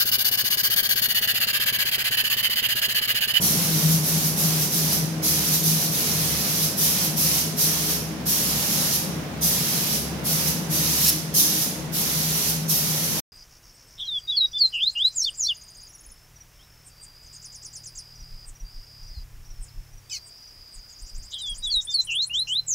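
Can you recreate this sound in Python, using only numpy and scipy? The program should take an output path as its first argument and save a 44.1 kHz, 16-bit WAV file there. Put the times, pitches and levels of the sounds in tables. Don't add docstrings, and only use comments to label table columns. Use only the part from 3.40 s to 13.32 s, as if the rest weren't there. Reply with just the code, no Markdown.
import sys
import numpy as np
from scipy import signal
from scipy.fft import rfft, irfft
from scipy.io import wavfile
from scipy.ndimage import map_coordinates

SR = 44100
rng = np.random.default_rng(int(sys.argv[2]) if len(sys.argv) > 2 else 0)


def wav_record(signal):
    frames = np.transpose(np.atleast_2d(signal))
    bounded = np.clip(frames, -1, 1)
    quanta = np.round(bounded * 32767).astype(np.int16)
    wavfile.write(sys.argv[1], SR, quanta)


N = 437472
T = np.arange(N) / SR
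HZ = np.maximum(np.fft.rfftfreq(N, 1 / SR), 1)

# [f/Hz, relative spectral density/dB]
DUCT_SPECTRUM = [(25, -34), (48, -20), (90, -11.5), (115, -11.5), (140, 3), (185, 3), (250, -6),
                 (370, -8.5), (700, -11.5), (1100, -16), (2400, -19.5), (5500, -28), (8000, -33),
                 (16000, -33.5)]
# [f/Hz, half-width/Hz, relative level/dB]
WEAK_FAN_TONES = [(103.7, 9.6, -4), (208.5, 6.7, -2.5), (244.8, 9.9, -1), (422, 4.1, -5), (528.5, 6, -8)]
# [t/s, blade hum level/dB, overtone level/dB, low drone level/dB, level of rumble and weak tones/dB]
FAN_LEVELS = [(0, -29.5, -45.5, -48, 1.5), (.55, -22, -42, -46.5, 1.5), (.9, -28.5, -44.5, -50, 1.5),
              (1.85, -29, -38.5, -44, 1), (2.9, -31.5, -47.5, -44, 1.1), (3.5, -34.5, -46, -45, 0.3),
              (4.2, -35, -43.5, -45, 0.5), (5.6, -36, -46.5, -42.5, 0.5), (6.5, -37, -49.5, -46, 0.5),
              (7.4, -28, -40.5, -43, 0.8), (7.7, -32.5, -40, -41.5, -1.5), (8.25, -38, -43, -51, -1.5),
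              (8.85, -30.5, -48.5, -43, -1.5), (9.8, -32.5, -48, -50, -.5)]
# [f/Hz, correlation/1]
SIDE_LIKENESS = [(60, 0.9), (140, 0.83), (290, 0.86), (640, 0.41), (1300, 0)]
# [f/Hz, t60/s]
REVERB_TIMES = [(500, 0.39), (2500, 0.65), (5500, 0.71), (10000, 0.61), (15000, 0.38)]
# [f/Hz, relative spectral density/dB]
AIR_SPECTRUM = [(1000, -24), (1700, -23.5), (2600, -13), (4000, -6.5), (5600, -1.5), (8000, -8),
                (10000, -2), (12300, 2), (14000, -2), (16000, -8.5)]
# [f/Hz, relative spectral density/dB]
PAINT_SPECTRUM = [(300, -8), (700, -2), (1400, -4.5), (2800, 0.5), (5000, 1), (8000, -6), (16000, -43)]
# [air on t/s, air off t/s, relative level/dB, opening flare/dB, closing flare/dB]
TRIGGER_PULLS = [(0.0, 0.542, -26.5, 4.5, 7.5), (0.62, 0.883, -27.5, 5.5, 7.5),
                 (0.951, 1.24, -27.2, 6.5, 9), (1.293, 1.552, -27, 6, 10.5), (1.817, 2.159, -26, 6, 8.5),
                 (2.217, 2.463, -27.3, 7.5, 5), (2.496, 3.253, -26.5, 2, 8), (3.359, 3.66, -26, 8, 5),
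                 (3.752, 4.002, -25, 5.5, 4), (4.158, 4.528, -26.5, 8.5, 6), (4.846, 5.574, -26.5, 6, 6),
                 (6.007, 6.565, -27, 8.5, 6), (6.834, 7.094, -27.2, 6.5, 6.5),
                 (7.289, 7.715, -25.5, 3, 3.5), (7.935, 8.238, -27, 10.5, 7), (8.512, 9.118, -27, 4.2, 4.5),
                 (9.276, 9.897, -28, 8, 11)]
# [t/s, direct sound level/dB]
NOZZLE_SWING = [(0, -3), (.4, -10.5), (1.5, -12.5), (2.1, -8.5), (3.3, -10), (4.6, -18.5), (5.45, -4.5),
                (6.05, -3.5), (6.6, -14), (7.48, -11), (7.63, -1), (7.665, 3.5), (7.72, 4), (7.98, -4.5),
                (8.45, -22.5), (9.05, -4), (9.4, -5.5), (9.8, -13)]
# [f/Hz, level difference/dB]
RIGHT_OVER_LEFT = [(60, -0.5), (180, -2.5), (400, -1), (1200, -1), (2300, 2), (3500, 2), (4800, 5.5),
                   (6200, 12), (7300, 3.5), (8800, -3.5), (10500, -3), (13000, .3), (16000, -2)]

HUM_HZ, OVERTONE_HZ, DRONE_HZ = 159.2, 312.5, 70.7
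WEAK_TONES_DB = -41.5
VALVE_S = 0.022
LEAD_S, TRAIL_S = 0.081, 0.039
NEEDLE_OPEN_S, NEEDLE_SHUT_S = 0.036, 0.019
FACING_DB, LAG_MS_PER_DB = 2.5, 0.1
END_S, TOP_HZ = 9.805, 15850


def amp(db):
    return 10 ** (np.asarray(db) / 20)


def along(points, hz=HZ):
    f, value = np.transpose(points)
    return np.interp(np.log(hz), np.log(f), value)


def curves(rows):
    s, *columns = np.transpose(rows)
    return [np.interp(T, s, column) for column in columns]


def noise(gain):
    x = irfft(rfft(rng.standard_normal(N)) * gain, N)
    return x / x.std()


def walk(rate_hz):
    knots = np.random.default_rng(rng.integers(2 ** 31)).standard_normal(N // 10)
    x = np.interp(T * 2 * rate_hz, np.arange(len(knots)), knots)
    return x / x.std()


def diffuse(gain):
    alike = np.clip(along(SIDE_LIKENESS), -1, 1)
    mid_side_gain = np.sqrt([1 + alike, 1 - alike])
    mid, side = rfft(rng.standard_normal((2, N))) * gain * mid_side_gain
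    x = irfft(np.array([mid + side, mid - side]), N)
    return x / x.std()


def fan_tone(hz, db, throb, throb_hz, wander_hz):
    phase = 2 * np.pi * np.cumsum(hz + wander_hz * walk(2)) / SR
    turbulence = 1 + throb * (walk(throb_hz) + 1j * walk(throb_hz))
    tone = np.imag(turbulence * np.exp(1j * phase))
    return tone / tone.std() * amp(db)


def weak_fan_tones():
    lines = 0
    for hz, width_hz, db in WEAK_FAN_TONES:
        lines = lines + amp(db) / np.sqrt(width_hz) / (1 + ((HZ - hz) / width_hz) ** 2)
    return diffuse(lines) * amp(WEAK_TONES_DB)


def extractor(rumble_db, hum_db, drone_db):
    hum_level, overtone_level, drone_level, rumble_level = curves(FAN_LEVELS)
    rumble = diffuse(amp(along(DUCT_SPECTRUM))) * amp(rumble_db + 0.69 * walk(4.4))
    tones = weak_fan_tones()
    hum = fan_tone(HUM_HZ, hum_level + hum_db, throb=0.61, throb_hz=11, wander_hz=0.718)
    overtone = fan_tone(OVERTONE_HZ, overtone_level + hum_db, throb=0.82, throb_hz=11, wander_hz=1.413)
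    drone = fan_tone(DRONE_HZ, drone_level + drone_db, throb=0.97, throb_hz=6, wander_hz=1.36)
    return (rumble + tones) * amp(rumble_level) + hum + overtone + drone


def echoes(build_s):
    hz, s, bins = signal.stft(rng.standard_normal((2, SR)), SR, nperseg=256)
    t60 = along(REVERB_TIMES, hz + 1)[:, None]
    decay = np.exp(-np.log(1000) * s / t60)
    tail = signal.istft(bins * decay / np.sqrt(t60), SR)[1][:, :SR]
    tail = tail * (1 - np.exp(-T[:SR] / build_s))
    return tail / np.sqrt(np.sum(tail ** 2, axis=1, keepdims=True))


def booth(x, build_s, swirl_hz, count=8):
    shares = np.array([walk(swirl_hz) for _ in range(count)])
    shares = shares / np.sqrt(np.sum(shares ** 2, axis=0))
    walls = np.zeros((2, N))
    for share in shares:
        walls += signal.fftconvolve((x * share)[None], echoes(build_s), axes=1)[:, :N]
    return walls


def trigger():
    flow, flare_db = np.zeros(N), np.zeros(N)
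    for on, off, db, first_db, last_db in TRIGGER_PULLS:
        held = (T > on) & (T < off)
        since, until = T[held] - on, off - T[held]
        opening = np.minimum(np.minimum(since, until) / VALVE_S, 1)
        flow[held] = amp(db) * opening
        bare_first = (1 + np.tanh((LEAD_S - since) / NEEDLE_OPEN_S)) / 2
        bare_last = (1 + np.tanh((TRAIL_S - until) / NEEDLE_SHUT_S)) / 2
        flare_db[held] = first_db * bare_first + last_db * bare_last
    return flow, flare_db


def spray(air_db, paint_db, paint_loss, flutter_db, spatter_db):
    flow, flare_db = trigger()
    air_level = air_db + flare_db + flutter_db * walk(40)
    air = noise(amp(along(AIR_SPECTRUM))) * amp(air_level)
    paint_level = paint_db - paint_loss * flare_db + spatter_db * walk(120)
    paint = noise(amp(along(PAINT_SPECTRUM))) * amp(paint_level)
    return flow * (air + paint)


def delayed(x, ms):
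    return map_coordinates(x, [(T - ms / 1000) * SR], order=3)


def direct(x, beam_hz, panel_ms, panel_db):
    near_db, = curves(NOZZLE_SWING)
    lag_ms = LAG_MS_PER_DB * np.maximum(FACING_DB - near_db, 0)
    beam = signal.sosfilt(signal.butter(2, beam_hz, "high", fs=SR, output="sos"), x)
    bounce = amp(panel_db) * delayed(beam, panel_ms * (1 + 0.15 * walk(1.7)))
    near = (beam + bounce) * amp(near_db)
    return np.array([delayed(near, lag_ms), near])


def scene():
    fan = extractor(rumble_db=-32.5, hum_db=-1.0, drone_db=-1)
    gun = spray(air_db=1.4, paint_db=-5.5, paint_loss=0.31, flutter_db=1.2, spatter_db=1.24)
    walls = booth(gun, build_s=0.0029, swirl_hz=90.07)
    near = direct(gun, beam_hz=3500, panel_ms=0.911, panel_db=-4.5)
    return fan + walls + near


def record(dry):
    tilt_db = along(RIGHT_OVER_LEFT) / 2
    ports = irfft(rfft(dry) * amp([-tilt_db, tilt_db]), N)
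    stop = np.clip((END_S - T) / .01, 0, 1)
    top_cut = signal.ellip(12, .1, 80, TOP_HZ, fs=SR, output="sos")
    return signal.sosfilt(top_cut, ports * stop)


dry = scene()
out = record(dry)
wav_record(out)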